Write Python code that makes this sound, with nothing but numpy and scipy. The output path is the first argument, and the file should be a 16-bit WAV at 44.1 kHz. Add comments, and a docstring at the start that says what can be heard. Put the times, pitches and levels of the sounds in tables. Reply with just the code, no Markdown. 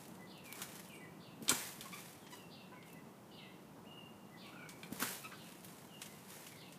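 """Bouncing on a backyard trampoline

Feet slap the woven mat, which thuds, swishes as it stretches and makes the springs squeak.
Two heavy landings frame a quiet handstand; the first comes with a hard, ringing clack of the frame.
Small birds call over the rumble of a far town, and the house wall and fence send back an echo."""
import sys
import numpy as np
from scipy import signal
from scipy.fft import rfft, irfft, next_fast_len
from scipy.io import wavfile
from scipy.ndimage import map_coordinates

SR = 44100
rng = np.random.default_rng(int(sys.argv[2]) if len(sys.argv) > 2 else 0)


def store_pcm(level_fs):
    """Save levels as 16-bit WAV."""
    pcm = np.round(np.clip(level_fs, -1, 1) * 32767).astype(np.int16)
    wavfile.write(sys.argv[1], SR, np.atleast_2d(pcm).T)


N = 298998

# Skin hits the mat. Each row: start in seconds, level in dB, fizz in dB above that level,
# fade time in seconds. 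A fade time is how long a sound takes to drop by 60 dB.
SKIN_SLAPS = [(0.0806, -50, -4.5, 0.033), (0.3763, -51.5, -8, .05), (0.525, -31, -6.5, 0.016),
              (0.617, -28, -12, 0.083), (0.8867, -52.5, -1, 0.036), (1.4235, -45, -3, 0.039),
              (1.8087, -36.5, -13.5, 0.107), (2.93, -53.5, 1.5, 0.031), (4.6892, -38.5, -20, 0.16),
              (4.9255, -49, 3, 0.047), (5.0, -34, -3.5, 0.049), (5.645, -41.5, -7, .09),
              (6.0157, -31.5, -21.5, 0.098), (6.0582, -40, -24, 0.066), (6.466, -40.5, -20, .13),
              (6.7228, -44.5, -16.5, 0.177)]
# Weight lands on the mat. Each row: start in seconds, level in dB, pitch in Hz, fade time in seconds.
MAT_THUDS = [(1.413, -37.5, 251.3, 0.076), (1.427, -31, 248, 0.03), (1.488, -39, 290, 0.059),
             (1.514, -31.5, 251, 0.08), (1.779, -49.5, 317, 0.14), (4.9223, -25, 233.4, 0.022),
             (5.024, -35, 257, 0.063)]
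# Clothed legs hit the mat. Each row: loudest moment in seconds, level in dB,
# boom in dB above that level, rise time in seconds, fade time in seconds.
LEG_SMACKS = [(0.615, -53, -2, .03, 0.21), (1.518, -34, -3, 0.0146, 0.063),
              (5.026, -32.5, -1.5, 0.0045, 0.071)]
# The tone of the cloth, and of the mat booming under it. Each row: frequency in Hz, strength in dB.
CLOTH_TONE = [(200, -22.5), (410, -2), (620, -12), (800, -6), (1000, 0.5), (1550, 1.5), (2100, -11),
              (4000, -16.5), (9000, -23), (15000, -17)]
BOOM_TONE = [(40, -47), (130, -16), (250, -1), (420, 1.5), (700, -21), (1500, -13)]
# Hard knocks in the frame. Each row: start in seconds, level in dB, strongest frequency in Hz.
FRAME_KNOCKS = [(1.482, -27, 3680), (1.494, -16.5, 7500), (1.809, -42, 3700), (2.157, -56.5, 2390),
                (2.827, -52.5, 2750), (4.832, -41, 2520)]
# The notes the frame rings at. 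Each row: pitch in Hz, strength in dB, fade time in seconds.
FRAME_NOTES = [(1330, -16, .12), (1513, -1.5, 0.27), (2336, 1.5, 0.17), (3180, 2, 0.105),
               (3560, 1.5, 0.075), (4174, -2, 0.12), (4844, -1, 0.045), (6920, -2, 0.0496),
               (7330, -2.5, 0.12), (7600, -13, .055), (7850, -2, 0.092), (8156, 0.5, 0.089),
               (8800, -16.5, .04), (11000, -1, 0.088)]
# Weight stretches the mat. Each row: start in seconds, level in dB, time held in seconds.
MAT_PRESSES = [(0.434, -59, 0.122), (0.55, -54, 0.093), (1.42, -57.5, .08), (1.5, -42.5, 0.15),
               (1.925, -59, 0.045), (2.3, -60, 0.032), (2.852, -65, 0.0225), (4.913, -53, 0.095),
               (4.993, -42, 0.12), (5.659, -60.5, 0.19), (6.003, -60, 0.169), (6.277, -59.5, 0.12)]
# The mat springs back or sways. Each row: loudest moment in seconds, level in dB.
MAT_SWAYS = [(0.0, -60.5), (0.75, -57.5), (1.85, -59), (1.99, -56), (4.46, -69.5), (4.82, -65), (5.45, -63),
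             (5.58, -64.5), (5.98, -66), (6.33, -57), (6.44, -59.5)]
# The tone of the rubbing weave. Each row: frequency in Hz, strength in dB.
WEAVE_TONE = [(240, -36.5), (400, -1.5), (558, -7), (964, -2), (1290, -7), (1740, -2.5), (2120, -4.5),
              (5110, -8), (8060, -6.5), (12300, -7), (15000, -10.5)]
# A lightly loaded weave sounds thinner. Each row: frequency in Hz, change in dB.
LIGHT_LOAD_CHANGE = [(1000, -1), (3000, 3), (7000, 1), (12000, 1.5), (15000, -1)]
# Spring hooks slip. Each row: start in seconds, length in seconds, pitch in Hz, level in dB, strongest
# frequency in Hz, drop in dB per octave away from it, unsteadiness as a share of the pitch.
HOOK_SLIPS = [(1.852, 0.0288, 1100, -52, 1000, 11, 0.045), (1.927, 0.0255, 1133, -47, 1780, 14, .07),
              (1.971, .025, 1150, -55.5, 1900, 11, .07), (2.264, 0.0196, 1010, -57.5, 2000, 4.5, 0.1),
              (2.3215, 0.032, 980, -51.5, 1030, 4.5, 0.013), (2.715, 0.061, 499.3, -57, 1090, 17, .03),
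              (4.439, 0.091, 1139, -62, 1410, 11, 0.0445), (5.237, 0.04, 1290, -48.5, 1910, 16.5, 0.043),
              (5.314, 0.035, 1400, -52, 1500, 11, 0.2)]
# Harsh bird calls. Each row: start in seconds, level before mixing in dB.
BIRD_RASPS = [(0.268, -64.5), (1.19, -67), (2.497, -63.5), (3.31, -63), (4.367, -63.5), (5.33, -65),
              (6.556, -64.5)]
# Sliding bird whistles. Each row: start in seconds, final pitch in Hz, level before mixing in dB.
BIRD_SLIDES = [(0.44, 2280, -60), (0.86, 2780, -66.5), (0.895, 2280, -62.5), (2.2, 3142, -71.5),
               (2.35, 2704, -66.5), (2.74, 2057, -67), (2.86, 2610, -71.5), (3.285, 2842, -68.5),
               (3.385, 2010, -67.5), (4.41, 2294, -67), (4.565, 2258, -61), (5.88, 2815, -65.5),
               (6.04, 1994, -69), (6.5, 2093, -65.5)]
# Short bird pips. Each row: start in seconds, level before mixing in dB.
BIRD_PIPS = [(0.189, -65), (1.005, -61.5), (2.943, -69.5), (4.309, -65.5)]
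# Thin, high pings. Each row: start in seconds, pitch in Hz, level before mixing in dB.
HIGH_PINGS = [(0.13, 8520, -62), (0.932, 8430, -52), (0.94, 11170, -59), (2.85, 10800, -67),
              (6.575, 11300, -63)]
# How the far traffic rises and falls. Each row: time in seconds, level of its quieter moments in dB.
TRAFFIC_LEVELS = [(0.0, -58), (0.49, -57.5), (3.42, -58), (3.7, -58), (5.17, -56.5), (5.44, -58.5),
                  (6.78, -59)]
# The tone of the traffic, and of the hiss in the air. Each row: frequency in Hz, strength in dB.
TRAFFIC_TONE = [(15, -76), (25, -55), (37, -37), (75, -19), (103, -11.5), (178, -1), (266, -8), (303, -7.5),
                (564, -14), (978, -15), (1310, -21), (1520, -26), (1730, -31), (2000, -32), (2600, -71),
                (4400, -120)]
HISS_TONE = [(500, -74), (1400, -4), (2100, -5), (2900, -6.5), (3700, -10), (7500, -12), (15000, -12.5)]
# The echo of the trampoline, and of the far birds. 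Each row: frequency in Hz, fade time in seconds.
NEAR_ECHO = [(200, 0.16), (1200, 0.352), (2600, 0.388), (5000, 0.6), (15000, 0.21)]
FAR_ECHO = [(200, 0.31), (1900, 0.55), (2700, 0.827), (5000, 0.44), (15000, 0.37)]


def skin_slaps():
    """Skin meets the tight weave: a snap, then a short spray of middle, high and very high noise."""
    out, t = np.zeros(N), clock(0.29)
    for start, db, fizz_db, fade_s in SKIN_SLAPS:
        body = noise([(300, -36.5), (1200, -8.5), (3000, -3), (5000, -11), (8000, -25.5)], len(t))
        sheen = noise([(3500, -11.5), (6500, -3.5), (9000, -3.5), (12000, -14.5)], len(t))
        fizz = noise([(6000, -43), (10000, 1.5), (15000, 0.5)], len(t))
        spray = gain(-15) * body + gain(-12.5) * sheen + gain(fizz_db) * fizz
        shape = 0.802 * fade(t, fade_s) + 0.434 * fade(t, 0.01)
        add(out, start + 0.001, gain(db) * shape * spray)
    return out


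def mat_thuds():
    """The mat pushes the air for a few swings that quickly die away."""
    out, t = np.zeros(N), clock(0.68)
    for start, db, hz, fade_s in MAT_THUDS:
        low_noise = noise([(50, -7.5), (200, 5.5), (450, -8), (1200, -38)], len(t))
        push = np.sin(2 * np.pi * hz * t) + 0.5 * low_noise
        add(out, start, gain(db) * push * fade(t, fade_s) * rise(t, 0.002))
    # Air slips round the open mat, so the deepest bass cancels.
    return signal.sosfilt(signal.butter(2, 130, "highpass", fs=SR, output="sos"), out)


def leg_smacks():
    """Cloth and legs flatten on the mat: the smack grows, peaks and dies, and the mat booms under it."""
    out, t = np.zeros(N), clock(0.25)
    lead_s = 0.06
    for peak, db, boom_db, rise_s, fade_s in LEG_SMACKS:
        shape = np.exp(np.minimum(t - lead_s, 0) / rise_s) * fade(np.maximum(t - lead_s, 0), fade_s)
        smack = noise(CLOTH_TONE, len(t)) + gain(boom_db) * noise(BOOM_TONE, len(t))
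        add(out, peak - lead_s, gain(db) * shape * smack)
    return out


def frame_clacks():
    """A hard knock cracks and briefly rings the frame; harder knocks reach higher notes."""
    out, t = np.zeros(N), clock(0.16)
    pitches, note_db, fade_s = np.transpose(FRAME_NOTES)[:, :, None]
    attack = rise(t, 0.00015)
    burst = attack * fade(t, 0.007)
    for start, db, bright_hz in FRAME_KNOCKS:
        octaves_away = np.abs(np.log2(pitches / bright_hz))
        strengths = gain(note_db + rng.normal(0, 1, pitches.shape) - 8.26 * octaves_away)
        phases = [2 * np.pi * (hz * t + rng.random()) + 0.85 * wobble(369.7, len(t)) for hz in pitches]
        ring = np.sum(strengths * np.sin(phases) * fade(t, fade_s), axis=0) / np.linalg.norm(strengths)
        crack = noise([(bright_hz / 8, -22), (bright_hz / 2, -6), (bright_hz * 0.7, -6), (bright_hz, 0),
                       (bright_hz * 1.454, -7), (bright_hz * 2, -17), (bright_hz * 4, -28)], len(t))
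        snap = crack * burst * np.linalg.norm(burst) / np.linalg.norm(crack * burst)
        tail = attack * (0.47 * ring + 0.1 * crack * fade(t, 0.16))
        add(out, start, gain(db) * (1.2 * snap + tail))
    return out


def mat_swish():
    """The weave and its safety net rub as they stretch under the weight and as they sway back."""
    thin_tone = [(hz, db + look_up(LIGHT_LOAD_CHANGE, hz)) for hz, db in WEAVE_TONE]
    return rubbing(press_level(), WEAVE_TONE) + rubbing(sway_level(), thin_tone)


def press_level():
    """How loud the presses are: each starts at once, sags while the weight sinks, then lets go."""
    power, t = np.zeros(N), clock(0.7)
    sag_db_per_s, release_db_per_s = 26, 70
    for start, db, hold_s in MAT_PRESSES:
        loss_db = sag_db_per_s * t + release_db_per_s * np.maximum(t - hold_s, 0)
        add(power, start, (gain(db - loss_db) * rise(t, 0.0093)) ** 2)
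    return np.sqrt(power)


def sway_level():
    """How loud the sways are: each swells, then dies away more slowly."""
    t = np.arange(0, N / SR, 0.005)
    power = np.zeros(len(t))
    rise_db_per_s, fall_db_per_s = 85, 53
    for peak, db in MAT_SWAYS:
        loss_db = np.maximum(rise_db_per_s * (peak - t), fall_db_per_s * (t - peak))
        power += gain(db - loss_db) ** 2
    return curve(np.column_stack([t, np.sqrt(power)]))


def rubbing(level, tone):
    """Fibres rub with a grainy hiss, and single ones tick free."""
    grain = unit(gain(1.23 * wobble(900, N) + 0.23 * wobble(60, N)))
    slips = (rng.random(N) < 45 / SR) * rng.uniform(0.3, 1, N)  # about 45 a second
    ticks = signal.fftconvolve(slips, fade(clock(0.02), 0.023))[:N]
    tick_level = np.minimum(level, gain(-60))  # under a heavy load the ticks merge into the rush
    return (level * grain + 1.98 * tick_level * ticks) * noise(tone, N)


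def spring_squeaks():
    """Steel hooks stick and slip on the frame: single squeaks that sink a little, and one quick run."""
    out = np.zeros(N)
    for start, length_s, hz, db, bright_hz, drop_db, unsteadiness in HOOK_SLIPS:
        sinking_hz = hz * (1 + 0.029 * (0.5 - progress(length_s)))
        add(out, start, gain(db) * squeak(sinking_hz, bright_hz, drop_db, unsteadiness))
    # As the handstand tips over, one hook gives five even squeaks that each rise and fall.
    run_start, gap_s = 4.525, 0.031
    arched_hz = 1468 * (1 - 0.17 * (2 * progress(0.0267) - 1) ** 2)
    for k in range(5):
        note = squeak(arched_hz, bright_hz=1200, drop_db=13, unsteadiness=0.03)
        add(out, run_start + k * gap_s, gain(-57.5) * note)
    return out


def squeak(hz, bright_hz, drop_db, unsteadiness):
    """One hook slips at an unsteady rate, which gives a rough note with overtones."""
    size = len(hz)
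    phase = phase_of(hz * (1 + unsteadiness * wobble(785, size)))
    multiples = np.arange(1, 9)[:, None]
    strengths = gain(-drop_db * np.abs(np.log2(multiples * hz / bright_hz)))
    note = np.sum(strengths * np.sin(multiples * phase), axis=0)
    swell = arch((np.arange(size) / size) ** 0.72, edge=0.77)  # loudest early
    return unit(note * gain(2.2 * wobble(600, size))) * swell


def birds():
    """Small birds give harsh calls with a whistled ending, lone slides, pips and one long whistle."""
    out = np.zeros(N)
    for start, db in BIRD_RASPS:
        add(out, start, gain(db) * rasp())
        add(out, start + 0.05, gain(db - 3) * slide(final_hz=2657, waver_hz=91))
    for start, final_hz, db in BIRD_SLIDES:
        add(out, start, gain(db) * slide(final_hz, waver_hz=52.6))
    pip_hz = 2015 * (1 - 0.1 * (1.42 * progress(0.054) - 0.5) ** 2)
    for start, db in BIRD_PIPS:
        add(out, start, gain(db) * whistle(pip_hz, waver_hz=15.3))
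    # The long whistle scoops up, then sags and fades.
    t = clock(0.22)
    long_hz = 2880 - 799 * np.exp(-t / 0.00705) - 450 * t
    add(out, 3.852, gain(-60.5 - 26 * t) * whistle(long_hz, waver_hz=50.3))
    return out


def rasp():
    """A call that rises and falls, made harsh by a fast, wide warble."""
    t = clock(0.135)
    size, share = len(t), t / t[-1]
    centre_hz = np.interp(share, [0, 0.28, 1], [3850, 4200, 2750])
    warble = np.sin(phase_of(130 * (1 + 0.2572 * wobble(89.4, size))))
    hz = centre_hz * (1 + 0.1703 * warble + 0.0375 * wobble(903, size))
    swell = arch(share ** 0.65, edge=0.9)
    return unit(np.sin(phase_of(hz)) * swell * gain(3.6 * wobble(59, size)))


def slide(final_hz, waver_hz):
    """A whistle that glides down and levels off."""
    return whistle(final_hz * (1 + 0.16 * (1 - progress(0.105)) ** 3.21), waver_hz)


def whistle(hz, waver_hz):
    """A pure note that wavers in pitch and loudness."""
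    size = len(hz)
    note = np.sin(phase_of(hz + waver_hz * wobble(241.6, size)))
    swell = arch(np.arange(size) / size, edge=0.3)
    return unit(note * swell * gain(2.4 * wobble(85, size)))


def high_pings():
    """Faint, very high notes that start softly and ring away."""
    out, t = np.zeros(N), clock(0.2)
    for start, hz, db in HIGH_PINGS:
        note = np.sin(phase_of(hz + 28 * wobble(240, len(t))))
        add(out, start, gain(db) * note * fade(t, 0.16) * rise(t, 0.0088))
    return out


def yard_echo(sound, fade_times):
    """Wall and fence scatter the sound back; each frequency dies at its own speed."""
    hz, t, bands = signal.stft(rng.standard_normal(SR), SR, nperseg=256)
    tail = signal.istft(bands * fade(t, look_up(fade_times, hz)[:, None]), SR, nperseg=256)[1]
    delayed = np.pad(sound, (int(0.008 * SR), 0))
    return signal.fftconvolve(delayed, tail / np.linalg.norm(tail))[:N]


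def far_town():
    """Far traffic rumbles under a thin, even hiss."""
    average_db = curve(TRAFFIC_LEVELS) + 1
    rumble = gain(average_db + 0.63 * wobble(6, N)) * noise(TRAFFIC_TONE, N)
    return rumble + gain(-68) * noise(HISS_TONE, N)


def gain(db):
    """Turn decibels into a number to multiply by."""
    return 10 ** (np.asarray(db) / 20)


def unit(sound):
    """Scale a sound to an average power of 1."""
    return sound / np.sqrt(np.mean(sound ** 2) + 1e-20)


def look_up(rows, hz):
    """Read between rows of frequency and value, with octaves evenly spaced."""
    frequencies, values = np.transpose(rows)
    return np.interp(np.log(hz + 1), np.log(frequencies + 1), values)


def curve(rows):
    """Join rows of time and value into one value per sample."""
    return np.interp(np.arange(N) / SR, *np.transpose(rows))


def clock(length_s):
    """The time of each sample in seconds."""
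    return np.arange(int(length_s * SR)) / SR


def progress(length_s):
    """A steady climb from 0 to 1."""
    return clock(length_s) / length_s


def wobble(rate, size):
    """A smooth curve through `rate` random points a second."""
    points = rng.standard_normal(int(size * rate / SR) + 4)
    return map_coordinates(points, [np.arange(size) * rate / SR])


def noise(tone, size):
    """Noise of power 1, shaped by rows of frequency in Hz and strength in dB."""
    padded = next_fast_len(size)
    strengths = gain(look_up(tone, np.fft.rfftfreq(padded, 1 / SR)))
    return unit(irfft(rfft(rng.standard_normal(padded)) * strengths, padded)[:size])


def rise(t, rise_s):
    """Climb towards 1, about two thirds of the way by rise_s."""
    return 1 - np.exp(-t / rise_s)


def fade(t, fade_s):
    """Die away, 60 dB down by fade_s."""
    return gain(-60 * t / fade_s)


def arch(share, edge):
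    """A rounded swell as share goes from 0 to 1; a small edge makes it squarer."""
    return np.abs(np.sin(np.pi * share)) ** edge


def phase_of(hz):
    """The angle a wave has turned through as its pitch moves."""
    return 2 * np.pi * np.cumsum(hz) / SR


def add(track, start, sound):
    """Mix a sound in at a start time in seconds."""
    part = track[max(round(start * SR), 0):][:len(sound)]
    part += sound[:len(part)]


def scene():
    """Mix it all: the near trampoline has little echo, the far birds have a lot."""
    blows = skin_slaps() + mat_thuds() + leg_smacks() + frame_clacks()
    springs = spring_squeaks()
    calls = birds() + high_pings()
    echo = yard_echo(gain(-12) * blows + gain(-6.5) * springs, NEAR_ECHO)
    echo += yard_echo(gain(-3) * calls, FAR_ECHO)
    return (blows + mat_swish() + springs + gain(-2) * calls + echo + far_town())[None]


def record(dry):
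    """Cut away the very highest treble."""
    top_hz = 15100
    padded = next_fast_len(N + SR // 2)
    kept = np.fft.rfftfreq(padded, 1 / SR) < top_hz
    return irfft(rfft(dry, padded) * kept, padded)[..., :N]


dry = scene()
out = record(dry)
store_pcm(out)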